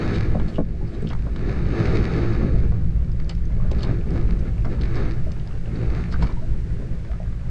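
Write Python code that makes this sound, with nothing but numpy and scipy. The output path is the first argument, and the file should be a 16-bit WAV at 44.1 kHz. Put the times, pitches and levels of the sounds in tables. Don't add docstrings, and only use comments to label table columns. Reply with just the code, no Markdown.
import sys
import numpy as np
from scipy.fft import rfft, irfft, next_fast_len
from scipy.io import wavfile
from scipy.ndimage import map_coordinates

SR = 44100
rng = np.random.default_rng(int(sys.argv[2]) if len(sys.argv) > 2 else 0)


def put_to_file(sound):
    columns = np.atleast_2d(sound).T
    safe = np.clip(columns, -1, 1)
    whole_steps = np.round(safe * 32767)
    wavfile.write(sys.argv[1], SR, whole_steps.astype(np.int16))


N = 330750

# (time [s], level [dB])
WIND_LEVEL = [(0, -27.5), (.35, -20.5), (.8, -28), (1.65, -23), (1.9, -23), (2.7, -17.5), (3.35, -21),
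              (4.4, -21), (5.65, -24), (6.15, -23), (7.2, -25.5), (7.5, -24.5)]
# (frequency [Hz], relative level [dB])
WIND_SPECTRUM = [(5, -5), (14, 9.5), (28, 1.5), (55, 1.5), (90, -5), (170, -9), (215, -19.5), (270, -30.5),
                 (500, -45), (1000, -84.5)]

def wind(gust_db=1.2):
    level_db, = curves(WIND_LEVEL)
    return amp(level_db) * unit(noise(WIND_SPECTRUM) * amp(gust_db * wobble(17)))


# (time [s], rise [s], fall [s], rub [dB], hiss [dB])
CLOTH_STROKES = [(0.021, 0.11, 0.29, -28.5, -38), (.15, 0.14, .17, -32.5, -43),
                 (.46, 0.057, 0.19, -36.5, -49.5), (1.03, 0.32, 0.11, -38.5, -50.5),
                 (1.521, 0.14, 0.11, -32, -42.5), (1.791, 0.093, 0.24, -28.5, -39),
                 (1.949, 0.11, 0.054, -24, -40.5), (2.2, 0.63, 0.38, -28, -39),
                 (2.44, 0.028, 0.053, -27.5, -54.5), (2.64, 0.02, 0.028, -34.5, -47.5),
                 (3.892, 0.21, 0.1, -33.5, -44), (4.15, 0.081, 0.12, -30, -46),
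                 (4.33, 0.1, 0.071, -37.5, -51), (4.48, 0.032, 0.021, -31.5, -46.5),
                 (4.725, 0.039, 0.044, -34, -45), (4.82, .04, 0.058, -34, -46),
                 (4.99, 0.14, 0.18, -32, -41.5), (5.8, 0.1, 0.12, -34, -47), (6.0, 0.17, 0.11, -38, -43.5),
                 (6.25, 0.15, 0.043, -35.5, -46), (6.79, 0.37, 0.27, -43, -70)]
# (time [s], rub level [dB])
RESTING_RUB = [(0, -47), (3.2, -46), (6.6, -47.5), (7.5, -51.5)]

def strokes(resting_hiss_db=-55, shape=1.33):
    t = np.arange(N) / SR
    rub_power = amp(curves(RESTING_RUB)[0]) ** 2
    hiss_power = amp(resting_hiss_db) ** 2
    for s, rise, fall, rub_db, hiss_db in CLOTH_STROKES:
        speed = np.exp(-np.abs((t - s) / np.where(t < s, rise, fall)) ** shape)
        rub_power += (amp(rub_db) * speed) ** 2
        hiss_power += (amp(hiss_db) * speed) ** 2
    return 10 * np.log10(rub_power), 10 * np.log10(hiss_power)


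# (frequency [Hz], relative level [dB])
RUB_SPECTRUM = [(40, -7), (110, -1), (215, 0), (260, -5), (340, 0.5), (450, -6), (680, -20), (1000, -34.5),
                (2000, -81)]
HISS_SPECTRUM = [(300, -24.5), (750, 3), (980, -5.5), (1250, 3), (1700, -4.5), (1880, -4), (2200, -1.5),
                 (2700, -10.5), (3300, -19.5), (4420, -18), (5650, -35.5), (6250, -23), (7200, -39.5),
                 (9000, -38.5), (16000, -56)]
JOLT_SPECTRUM = [(40, -26), (110, 8), (230, -7), (400, -17.5), (1000, -67)]
# (frequency [Hz], width [Hz], gain [dB])
CASE_MODES = [(1717, 44, 7), (3820, 210, 2.5), (4470, 280, -0.5), (5100, 210, -1), (6220, 550, -11)]

def cloth(grain_db=1.0, jolt_db=-28, jolt_growth=0.78, rasp_db=-47.5, rasp_growth=1.7):
    rub_db, hiss_db = strokes()
    grip = wobble(35)
    fibres = rng.standard_normal(N) * amp(grain_db * wobble(800))
    case = lambda f: sum(amp(db) * resonance(f, hz, width) for hz, width, db in CASE_MODES)
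    rub = amp(rub_db + 1.93 * grip) * noise(RUB_SPECTRUM)
    hiss = amp(hiss_db + 0.92 * grip) * coloured(filtered(fibres, lambda f: 1 + case(f)), HISS_SPECTRUM)
    jolts = amp(jolt_db + jolt_growth * (rub_db + 27.5)) * noise(JOLT_SPECTRUM)
    snags = rng.standard_normal(N) * amp(grain_db * wobble(400))
    case_ring = unit(filtered(snags, lambda f: case(f) * resonance(f, 4200, 2500)))
    rasp = amp(rasp_db + rasp_growth * (hiss_db + 34)) * case_ring
    firmness = 1 / (1 + amp(-51 - hiss_db) ** 2)
    return rub + jolts + rasp + firmness * hiss


# (frequency [Hz], relative level [dB])
THREAD_SPECTRUM = [(500, -30.5), (1100, -3.5), (1700, -2), (2250, 1.5), (3200, -13), (4500, -7),
                   (5500, -16.5), (8000, -30), (12000, -45)]

def threads(per_second=130, level_db=-47, spread_db=5.0, growth=1.18):
    _, hiss_db = strokes()
    catches = rng.random(N) < per_second / SR
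    slips = catches * rng.standard_normal(N) * amp(spread_db * wobble(30))
    return amp(level_db + growth * (hiss_db + 37)) * coloured(slips, THREAD_SPECTRUM)


# (time [s], peak [dB], treble edge [Hz], contact [s])
DECK_BLOWS = [(0.348, -19, 785, 0.00046), (0.353, -14.5, 650, 0.00054), (0.399, -25, 380, 0.00041),
              (0.583, -14.5, 940, 0.00063), (.588, -13, 480, 0.00099), (0.589, -16.5, 229, 0.0015),
              (0.83, -22, 196, 0.001), (1.024, -20, 282, 0.0021), (1.043, -20, 290, 0.0028),
              (1.103, -28.5, 1500, 0.0044), (1.268, -25, 960, .0003), (2.7204, -25.5, 1020, 0.00034),
              (3.7157, -20.5, 560, 0.00023), (3.89, -19.5, 420, 0.0018), (4.655, -23, 950, .002),
              (4.963, -28, 1200, .001), (6.222, -22, 1350, 0.0004), (6.232, -26, 990, 0.0013),
              (6.293, -32, 1150, 0.0018), (6.798, -24, 340, 0.0016)]
# (frequency [Hz], relative level [dB], t60 [s])
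BOARD_MODES = [(155, 11, 0.098), (212.7, -2, 0.39), (276.6, 2.5, 0.087), (384, -8.5, 0.16),
               (503, -1, 0.083), (634, 6, 0.041), (716, -0.5, 0.065), (845, -10.5, 0.034),
               (1088, -2, 0.086), (1380, -11, 0.1), (1450, 2.5, 0.07), (1720, -5, 0.053)]

def deck_knocks(thud_db=-6, thud_t60=0.041):
    out, t = np.zeros(N), np.arange(SR // 4) / SR
    hz, db, t60 = np.transpose(BOARD_MODES)[:, :, None]
    for s, peak_db, edge_hz, contact_s in DECK_BLOWS:
        contact = lambda f: 1 / np.sqrt(1 + (f / edge_hz) ** 6)
        strength = amp(db + 2 * rng.standard_normal(hz.shape)) * contact(hz)
        phase = 2 * np.pi * (hz * t + rng.random(hz.shape))
        ring = np.sum(strength * amp(-60 * t / t60) * np.sin(phase), axis=0)
        rattle = filtered(rng.standard_normal(len(t)), lambda f: contact(f) * resonance(f, 466, 270))
        thud = rattle * amp(-60 * t / thud_t60)
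        blow = (crest(ring) + amp(thud_db) * crest(thud)) * (1 - np.exp(-t / contact_s))
        add(out, s, amp(peak_db) * crest(blow))
    return out


# (time [s], peak [dB], rise [s], t60 [s], treble edge [Hz])
GEAR_SCUFFS = [(0.3975, -27.5, .0003, 0.046, 4000), (1.107, -33.5, .0005, 0.12, 5000),
               (1.132, -27, .001, 0.018, 6000), (1.36, -32, .0003, 0.027, 6000),
               (3.199, -37, .0003, 0.035, 6000), (3.295, -34, .0003, 0.11, 6000),
               (3.4247, -46, .0003, 0.018, 6000), (3.829, -30.5, 0.005, 0.22, 990),
               (4.155, -33.5, 0.0035, 0.063, 2200), (4.288, -40, .004, 0.051, 3000),
               (4.451, -40, 0.0043, .08, 4000), (4.645, -30, .008, 0.045, 2400),
               (4.96, -34, .006, .1, 2800), (6.123, -33, 0.00062, 0.11, 6000),
               (6.141, -36, 0.00044, 0.05, 2000), (6.223, -26, 0.00055, 0.086, 7000),
               (6.27, -32.5, .001, .04, 7000), (6.297, -37, 0.0018, 0.18, 5000),
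               (7.047, -39.5, .001, 0.032, 5500), (7.113, -37, .001, .03, 5500),
               (7.255, -48, .002, .04, 5000), (7.324, -41, .002, .04, 5000)]

def gear_scuffs():
    out, t = np.zeros(N), np.arange(SR // 4) / SR
    body = lambda f: resonance(f, 1700, 3500) * (resonance(f, 640, 810) - 0.4 * resonance(f, 2340, 220))
    for s, peak_db, rise_s, t60, edge_hz in GEAR_SCUFFS:
        drag = rng.standard_normal(len(t)) * amp(-60 * t / t60) * (1 - np.exp(-t / rise_s))
        scuff = filtered(drag, lambda f: body(f) / np.sqrt(1 + (f / edge_hz) ** 4))
        add(out, s, amp(peak_db) * crest(scuff))
    return out


# (frequency [Hz], width [Hz], gain [dB])
TUB_MODES = [(3050, 360, -3), (3610, 220, -5), (3840, 120, 0.5), (4436, 170, 2), (5120, 260, 1),
             (6260, 140, -0.5), (7760, 800, -4)]

def tub_wall(f, ring_hz, even, reach=1.6, width_hz=700):
    wall = sum((-1) ** k * amp(db) * resonance(f, hz, width)
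               for k, (hz, width, db) in enumerate(TUB_MODES))
    return wall * (even + resonance(f, ring_hz, width_hz)) / (1 + (f / (reach * ring_hz)) ** 2) ** 2


# (time [s], peak [dB], favoured ring [Hz], crumple t60 [s])
TUB_TICKS = [(0.557, -36, 2960, 0.027), (0.564, -45, 2780, .022), (1.02, -49, 7900, 0.031),
             (1.088, -41, 5200, 0.026), (1.3607, -38, 3440, 0.022), (3.116, -47, 4580, .022),
             (3.199, -43.5, 4570, 0.013), (3.244, -47, 4800, 0.021), (3.293, -30, 5860, .022),
             (3.2935, -31, 4440, .05), (3.2945, -32.5, 3050, .04), (3.3494, -44, 5800, 0.018),
             (3.4525, -48, 6000, .015), (3.712, -37, 3600, .03), (3.7153, -43, 7000, .03),
             (3.806, -36.5, 3000, 0.019), (3.83, -27, 4340, .028), (3.846, -37, 4400, 0.023),
             (4.1045, -42.5, 5640, .025), (4.39, -46, 5800, .05), (4.651, -43, 5600, 0.028),
             (4.811, -36, 3300, 0.008), (4.817, -34.5, 4100, 0.011), (4.838, -41, 3540, .016),
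             (4.9536, -36, 5530, .035), (4.966, -37, 4400, .04), (5.317, -40, 6060, 0.017),
             (5.396, -41.5, 3150, .016), (5.473, -40.5, 4840, .016), (5.756, -41, 4380, 0.022),
             (6.2273, -37, 4900, .025), (6.322, -47, 4200, 0.019)]

def tub_ticks(build_s=0.0008, snap_db=12, tail_db=-30, tail_t60=0.06, flex=0.022):
    out, t = np.zeros(N), np.arange(SR // 6) / SR - .01
    after = np.maximum(t, 0)
    for s, peak_db, ring_hz, t60 in TUB_TICKS:
        decay = amp(-60 * after / t60) + amp(tail_db - 60 * after / tail_t60)
        crumple = (1 - np.exp(-after / build_s)) * decay
        snap = amp(snap_db) * (np.arange(len(t)) == np.argmax(crumple))
        force = snap + crumple * rng.standard_normal(len(t))
        bend = np.exp(flex * rng.standard_normal())
        tick = filtered(force, lambda f: tub_wall(f * bend, ring_hz, even=0.34))
        add(out, s + t[0], amp(peak_db) * crest(tick))
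    return out


# (mid time [s], peak [dB], half length [s], favoured ring [Hz])
GLOVE_CREAKS = [(0.155, -36, .025, 3680), (0.491, -40.5, 0.013, 4300), (0.555, -43, 0.02, 2950),
                (0.885, -50, 0.035, 4650), (0.943, -43.5, .012, 3980), (1.075, -36, 0.0093, 2900),
                (1.101, -36.5, 0.014, 2880), (1.955, -39.5, .015, 4400), (3.313, -44, 0.034, 4500),
                (3.793, -44, 0.0096, 3700), (3.824, -41, 0.0067, 4430), (6.127, -38, 0.015, 4600),
                (6.227, -38, 0.012, 4300), (6.264, -45, 0.027, 4400)]

def glove_creaks(grain_db=4, slip_rate=350):
    out, t = np.zeros(N), np.arange(SR // 4) / SR - 1 / 8
    for s, peak_db, half_s, ring_hz in GLOVE_CREAKS:
        slips = amp(grain_db * wobble(slip_rate)[:len(t)]) * rng.standard_normal(len(t))
        swell = np.exp(-(t / half_s) ** 2)
        creak = filtered(slips * swell, lambda f: tub_wall(f, ring_hz, even=0.31))
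        add(out, s + t[0], amp(peak_db) * crest(creak))
    return out


def bubble(hz, cycles=65, rise=6.1):
    t = np.arange(SR // 8) / SR
    phase = 2 * np.pi * np.cumsum(hz * (1 + rise * t)) / SR
    return crest(np.sin(phase) * amp(-60 * t * hz / cycles) * (1 - np.exp(-t / 0.00094)))


# (time [s], level [dB], starting pitch [Hz], ring length [cycles])
HULL_PLOPS = [(.924, -37, 604, 29), (1.163, -44.5, 1030, 40), (3.6, -44, 1100, 43), (3.623, -43, 1260, 30),
              (3.645, -44, 585, 40), (5.267, -37, 610, 31), (6.139, -37, 1230, 63),
              (6.141, -35.5, 1490, 44), (6.226, -31, 960, 33), (6.294, -40, 1010, 40),
              (6.420, -39.5, 599, 76), (6.822, -41, 495, 23), (6.864, -58, 1520, 26),
              (7.050, -50, 1720, 23), (7.085, -45, 1530, 30), (7.201, -37, 612, 71), (7.259, -45, 1140, 24),
              (7.327, -50.5, 1480, 29)]

def hull_plops(roughness=0.75, rough_rate=160):
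    out = np.zeros(N)
    for s, level_db, hz, cycles in HULL_PLOPS:
        ring = bubble(hz, cycles)
        add(out, s, amp(level_db) * ring * (1 + roughness * wobble(rough_rate)[:len(ring)]))
    return out


# (time [s], level [dB])
OPEN_WATER_LEVEL = [(0, -58), (.57, -54.5), (.65, -63), (.8, -59.5), (1.0, -56.5), (2.5, -58), (3.0, -58.5),
                    (3.6, -58), (4.2, -56), (6.4, -54.5), (7.5, -57)]
WASH_LEVEL = [(0, -63.5), (3.1, -57), (3.6, -54), (5.4, -53), (6.5, -56.5), (7.5, -58.5)]
# (frequency [Hz], relative level [dB])
OPEN_WATER_SPECTRUM = [(200, -4), (500, 0), (900, -9.5), (1600, -3.5), (2300, -7), (3200, -12.5),
                       (4500, -13.5), (5600, -16), (8500, -21.5), (16000, -29)]
WASH_SPECTRUM = [(250, -19.5), (520, 3.5), (950, -9.5), (1500, -10.5), (2500, -20.5), (5000, -39.5)]

def sea(flutter_db=3, bubble_low_hz=539, drop_low_hz=712):
    hiss_db, wash_db = curves(OPEN_WATER_LEVEL) + curves(WASH_LEVEL)
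    out = amp(hiss_db) * noise(OPEN_WATER_SPECTRUM)
    out += amp(wash_db + flutter_db * wobble(25)) * noise(WASH_SPECTRUM)
    for when, size, pitch in rng.random((50, 3)):
        bubble_db = -54 + 13.5 * size ** 2
        add(out, when * N / SR, amp(bubble_db) * bubble(bubble_low_hz * 2 ** (2 * pitch)))
    for when, size, pitch in rng.random((260, 3)):
        drop_db = wash_db[int(when * N)] - 1 + 12 * size ** 2
        add(out, when * N / SR, amp(drop_db) * bubble(drop_low_hz * 2 ** (2 * pitch), cycles=17))
    return out


def short_echo(x, delay_s=.0178, share=0.48, edge_hz=2700):
    echo_gain = lambda f: share / np.hypot(1, (f / edge_hz) ** 3)
    return filtered(x, lambda f: 1 + echo_gain(f) * np.exp(-2j * np.pi * f * delay_s))


def amp(db):
    return 10 ** (np.asarray(db) / 20)


def unit(x):
    return x / np.sqrt(np.mean(x ** 2) + 1e-20)


def crest(x):
    return x / (np.abs(x).max() + 1e-20)


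def curves(rows):
    s, *cols = np.transpose(rows)
    return [np.interp(np.arange(N) / SR, s, c) for c in cols]


def wobble(rate):
    return map_coordinates(rng.standard_normal(N // 50), [np.arange(N) * rate / SR], mode="wrap")


def filtered(x, response):
    m = next_fast_len(len(x) + SR // 2)
    return irfft(rfft(x, m) * response(np.fft.rfftfreq(m, 1 / SR)), m)[:len(x)]


def coloured(x, spectrum):
    f, db = np.transpose(spectrum)
    return unit(filtered(x, lambda hz: amp(np.interp(np.log(hz + 1), np.log(f), db))))


def noise(spectrum):
    return coloured(rng.standard_normal(N), spectrum)


def resonance(f, hz, width):
    return 1j * f * width / (hz * hz - f * f + 1j * f * width)


def add(track, s, sound):
    part = track[round(s * SR):][:len(sound)]
    part += sound[:len(part)]


def scene():
    outdoors = wind() + sea()
    clothes = cloth() + threads()
    handling = deck_knocks() + tub_ticks() + glove_creaks() + gear_scuffs()
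    return short_echo(outdoors + clothes + handling + hull_plops())[None]


def record(dry, case_hz=9400, leak_db=-16, top_hz=15500):
    case = lambda hz: 1 / np.sqrt(1 + (hz / case_hz) ** 24) + amp(leak_db)
    return np.array([filtered(x, lambda hz: case(hz) * (hz < top_hz)) for x in dry])


dry = scene()
out = record(dry)
put_to_file(out)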